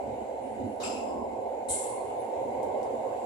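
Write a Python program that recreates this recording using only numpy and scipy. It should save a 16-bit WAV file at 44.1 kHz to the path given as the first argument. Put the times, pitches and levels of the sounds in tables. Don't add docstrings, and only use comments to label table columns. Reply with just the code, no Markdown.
import sys
import numpy as np
from scipy import signal
from scipy.fft import rfft, irfft, next_fast_len
from scipy.io import wavfile
from scipy.ndimage import uniform_filter1d, map_coordinates

SR = 44100
rng = np.random.default_rng(int(sys.argv[2]) if len(sys.argv) > 2 else 0)


def undo_db(level):
    steps = np.asarray(level, float) / 20
    return 10 ** steps


def master(y):
    cut = np.clip(np.atleast_2d(y).T, -1, 1)
    pcm = np.round(cut * 32767)
    wavfile.write(sys.argv[1], SR, pcm.astype(np.int16))


N = 143325


def unit(x):
    return x / np.sqrt(np.mean(np.atleast_2d(x).mean(axis=0) ** 2) + 1e-20)


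def along(points, hz):
    f, v = np.transpose(points)
    return np.interp(np.log(hz + 1), np.log(f + 1), v)


def curves(rows):
    s, *cols = np.transpose(rows)
    return [np.interp(np.arange(N) / SR, s, c) for c in cols]


def wobble(rate):
    knots = rng.standard_normal(int(N * rate / SR) + 4)
    return map_coordinates(knots, [np.arange(N) * rate / SR])


def filtered(x, response):
    m = next_fast_len(N + 8192)
    return irfft(rfft(x, m) * response(np.fft.rfftfreq(m, 1 / SR)), m)[..., :N]


def shape(spectrum):
    return lambda hz: undo_db(along(spectrum, hz))


def peaks(table):
    return lambda hz: sum(undo_db(db) / (1 + (2 * (hz - c) / w) ** 2) for c, w, db in table)


def rush(gain, patchy_db):
    # frequency in Hz, likeness from 0 to 1.
    alike = [(30, .9), (60, 0.96), (120, 1), (220, 0.85), (420, 0.71), (800, 0.24), (1500, 0.14),
             (11000, 0.13)]
    z = signal.stft(rng.standard_normal((2, N)), nperseg=1024)[2]
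    field = rng.standard_normal(z.shape[1:])
    field = uniform_filter1d(field, size=5, axis=0)
    field = uniform_filter1d(field, size=6, axis=1)
    patches = undo_db(patchy_db * field / field.std())
    pair = signal.istft(z * patches, nperseg=1024)[1][:, :N]

    def mid_side_gain(hz):
        side_share = np.tan(np.arccos(np.clip(along(alike, hz), 0, 1)) / 2)
        return gain(hz) * [np.ones_like(hz), side_share]

    mid, side = filtered(pair, mid_side_gain)
    return unit(np.array([mid + side, mid - side]))


def blows(rows):
    t = np.arange(N) / SR
    out = 0
    for s, db, rise, hold, t60 in rows:
        fade_db = -60 * np.clip(t - s - rise - hold, 0, None) / t60
        out = out + undo_db(db + fade_db) * np.clip((t - s) / rise, 0, 1) ** 0.66
    return out


def ventilation():
    # time in seconds, level in dB.
    air = [(0.0, -61), (0.78, -61.5), (0.95, -61.5), (1.36, -62.5), (1.72, -61.5), (1.85, -59),
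           (2.05, -59.5), (3.25, -58.5)]
    # frequency in Hz, density in dB per Hz.
    vent = [(900, -27), (1200, -3.5), (1380, -8), (1500, -1.5), (1800, -8.5), (2050, -2.5), (2200, -2.5),
            (2580, -7.5), (2940, -7), (3230, -14), (3940, -13.5), (5430, -21.5), (6370, -17), (6870, -13),
            (7550, -9), (8620, -21), (9600, -19), (10600, -16), (11400, -20.5), (12200, -25), (12700, -33),
            (14200, -34), (15000, -120)]
    air_db, = curves(air)
    return undo_db(air_db + 0.5 * wobble(10)) * rush(shape(vent), patchy_db=1.9)


def gear_whine():
    # time in seconds, level in dB before a cut of 2 dB.
    gears = [(0.0, -71), (0.02, -65.5), (0.76, -72), (0.84, -61), (1.21, -74), (1.32, -62), (1.35, -68),
             (1.61, -68), (1.74, -55), (2.27, -68), (2.62, -60), (3.25, -70)]
    # frequency in Hz, width in Hz, gain in dB.
    whine = [(2130, 126, 0)]
    whine_db, = curves(gears)
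    return undo_db(whine_db - 2 + 0.57 * wobble(8.1)) * rush(peaks(whine), patchy_db=1.0)


def carriage_body():
    # time in seconds, floor drumming in dB, body boom in dB, deep hum in dB.
    body = [(0.0, -45, -69, -71), (0.06, -46, -57, -55), (0.15, -47, -57, -65), (0.37, -51.5, -63, -61),
            (0.41, -48.5, -58, -72), (0.59, -44, -59, -49), (0.66, -36.5, -46, -60), (0.71, -42, -53, -66),
            (0.78, -47.5, -57, -54), (0.92, -41.5, -57, -59), (1.0, -47, -68, -56), (1.11, -39, -57, -63),
            (1.16, -41.5, -55, -53), (1.44, -47.5, -58.5, -67), (1.47, -51, -65, -60.5),
            (1.66, -52.5, -64, -69), (1.71, -46.5, -52, -51), (1.82, -53, -63, -72),
            (2.12, -51, -53.5, -62), (2.29, -49, -68, -71), (2.33, -53.5, -65, -62),
            (2.47, -44.5, -55.5, -61), (3.2, -52.5, -59.5, -64), (3.25, -45, -55, -62)]
    # frequency in Hz, density in dB per Hz.
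    drum = [(97, -57), (165, -30), (210, -4), (231, 0), (264, 1), (307, -5.5), (350, -6.5), (460, -11),
            (770, -120)]
    boom = [(50, -29), (85, -3), (129, 2), (161, -13.5), (170, -24), (220, -51), (370, -120)]
    hum = [(12, -50), (20, -24), (38, -20), (52, -12), (63, -8), (70, 3.5), (78, -4.5), (90, -4.5),
           (120, -29), (200, -120)]
    drum_db, boom_db, hum_db = curves(body)
    return (undo_db(drum_db + 1.2 * wobble(15)) * rush(shape(drum), patchy_db=0.0)
            + undo_db(boom_db + 1.9 * wobble(15)) * rush(shape(boom), patchy_db=-1.3)
            + undo_db(hum_db + 1.1 * wobble(7.97)) * rush(shape(hum), patchy_db=-2.0))


def wheels():
    # time in seconds, roar in dB, its upper edge in dB.
    roll = [(0.0, -32, -71), (0.02, -36.5, -62.5), (0.78, -38.5, -69.5), (0.81, -36, -51),
            (1.14, -36.5, -50.5), (1.66, -36, -64), (1.86, -35.5, -47.5), (2.53, -34, -57),
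            (2.59, -32, -52), (3.25, -35.5, -53.5)]
    # frequency in Hz, density in dB per Hz.
    roar = [(190, -38.5), (330, -10.5), (355, -13), (383, -4.5), (426, -7.5), (472, -2.5), (527, 1),
            (595, -4), (747, -1.5), (808, -5.5), (895, -5), (1000, -20), (1300, -59.5), (2200, -120)]
    edge = [(850, -28), (950, -0.5), (1080, -4.5), (1150, -16.5), (1220, -53), (1600, -120)]
    # frequency in Hz, width in Hz, gain in dB.
    panels = [(389.7, 31, -6), (482.2, 11, -1.5), (531, 27, -0.5), (749, 27, -2.5)]
    panels_db = -10
    roll_db, edge_db = curves(roll)
    return (undo_db(roll_db + 0.41 * wobble(24.79)) * rush(shape(roar), patchy_db=1.0)
            + undo_db(roll_db + panels_db + 1.2 * wobble(2.94)) * rush(peaks(panels), patchy_db=3.5)
            + undo_db(edge_db + 2.3 * wobble(7.6)) * rush(shape(edge), patchy_db=1.0))


def ticks():
    # start in seconds, level of the direct burst in dB, top frequency in Hz.
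    tick_rows = [(2.63, -49, 14300), (2.83, -49.5, 11200)]
    # frequency in Hz, density in dB per Hz.
    tick_tone = [(2500, -12), (4000, -4), (8000, 5), (13500, -4), (14300, -28)]
    tick_t60_s, room_db, room_t60_s = 0.0038, -10, 0.21
    t, out = np.arange(N) / SR, 0
    for s, db, top_hz in tick_rows:
        direct = undo_db(-60 * np.abs(t - s) / tick_t60_s)
        tail = undo_db(room_db - 60 * np.abs(t - s) / room_t60_s)
        noise = rush(lambda hz: shape(tick_tone)(hz) / (1 + (hz / top_hz) ** 20), patchy_db=0)
        out = out + (t >= s) * undo_db(db) * (direct + tail) * noise
    return out


def leaks():
    # start in seconds, level in dB, hold in seconds, pitch at the start in Hz.
    leak_rows = [(.41, -68.5, .09, 9600), (.64, -71, .1, 10800), (2.18, -61, 0.013, 10300)]
    sag, sag_s = 0.05, 0.06
    rise_s, t60_s, width_hz = 0.02, 0.37, 650
    t, out = np.arange(N) / SR, 0
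    for s, db, hold, hz in leak_rows:
        turn = np.pi / 2 * np.clip((t - s) / sag_s, 0, 1)
        high = rush(peaks([(hz, width_hz, 0)]), patchy_db=0.5)
        low = rush(peaks([(hz * (1 - sag), width_hz, 0)]), patchy_db=0.5)
        sagging = np.cos(turn) * high + np.sin(turn) * low
        out = out + blows([(s, db, rise_s, hold, t60_s)]) * sagging
    return out


def valve_seats():
    # time of opening in seconds, peak level in dB.
    openings = [(0.801, -48), (1.689, -40)]
    seat_hz, seat_t60_s = 3980, 0.036
    t, out = np.arange(N) / SR, 0
    for s, db in openings:
        ring = np.sin(2 * np.pi * seat_hz * (t - s))
        out = out + (t >= s) * undo_db(db - 60 * np.abs(t - s) / seat_t60_s) * ring
    return out


def air_valves():
    # start in seconds, level in dB, rise in seconds, hold in seconds,
    # time to fall by 60 dB in seconds.
    puffs = [(.8, -52, 0.0027, 0.016, 0.23), (.805, -48.5, 0.034, 0.037, 0.73)]
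    whistles = [(.83, -40, 0.0065, 0.019, 0.78)]
    jets = [(1.684, -32.5, 0.02, 0.039, 0.67)]
    afterwhistle = [(1.85, -70.5, 0.059, 0.081, 0.51)]
    spits = [(.8, -70, 0.0045, 0.025, .05), (1.686, -60, 0.0045, 0.032, .04)]
    # frequency in Hz, density in dB per Hz.
    puff_tone = [(900, -40), (1200, 2), (2100, -11), (3100, -1.5), (3930, -3), (5500, -5.5), (7400, -5),
                 (8600, -19), (11400, -13), (11900, -45), (13000, -90), (22000, -120)]
    jet_tone = [(1350, -70), (2300, -33), (3050, -18.5), (3960, -14), (5180, -21), (5650, -13), (6600, -12),
                (7250, -2), (8690, 0.5), (9740, 0.5), (10600, -5.5), (11500, -15.5), (11900, -37),
                (13000, -90), (22000, -120)]
    spit_tone = [(10500, -38), (11800, 8), (13500, -8), (14300, -10), (15000, -120)]
    # frequency in Hz, width in Hz, gain in dB.
    pipe = [(1300, 130, -8), (2655, 320, -3.5), (5070, 400, -8), (7510, 500, -5), (10300, 550, -17)]
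    thin = [(4330, 60, 0)]
    layers = [(puffs, shape(puff_tone)), (whistles, peaks(pipe)), (jets, shape(jet_tone)),
              (afterwhistle, peaks(thin)), (spits, shape(spit_tone))]
    return valve_seats() + sum(blows(rows) * rush(gain, patchy_db=2.04) for rows, gain in layers)


def scene():
    return ventilation() + gear_whine() + carriage_body() + wheels() + ticks() + leaks() + air_valves()


def top_cut(x):
    return signal.sosfilt(signal.butter(12, 14255, fs=SR, output="sos"), x)


def record(dry):
    # frequency in Hz, left over right in dB.
    port_rows = [(30, -2), (60, -1), (130, -5.5), (250, -6.5), (450, -4.5), (1000, -1), (2200, -3),
                 (3300, 0), (5000, 3.5), (6500, 8.5), (7500, 18.5), (8400, 2), (9200, -3), (10500, -20),
                 (12000, -10.5), (14000, 2)]
    right_lag_s = 0.0002

    def ports(hz):
        lag = np.exp(1j * np.pi * right_lag_s * np.outer([1, -1], hz))
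        colour = np.sqrt(2 / (1 + undo_db(np.outer([-2, 2], along(port_rows, hz)))))
        return lag * colour

    return top_cut(filtered(dry, ports))


dry = scene()
out = record(dry)
master(out)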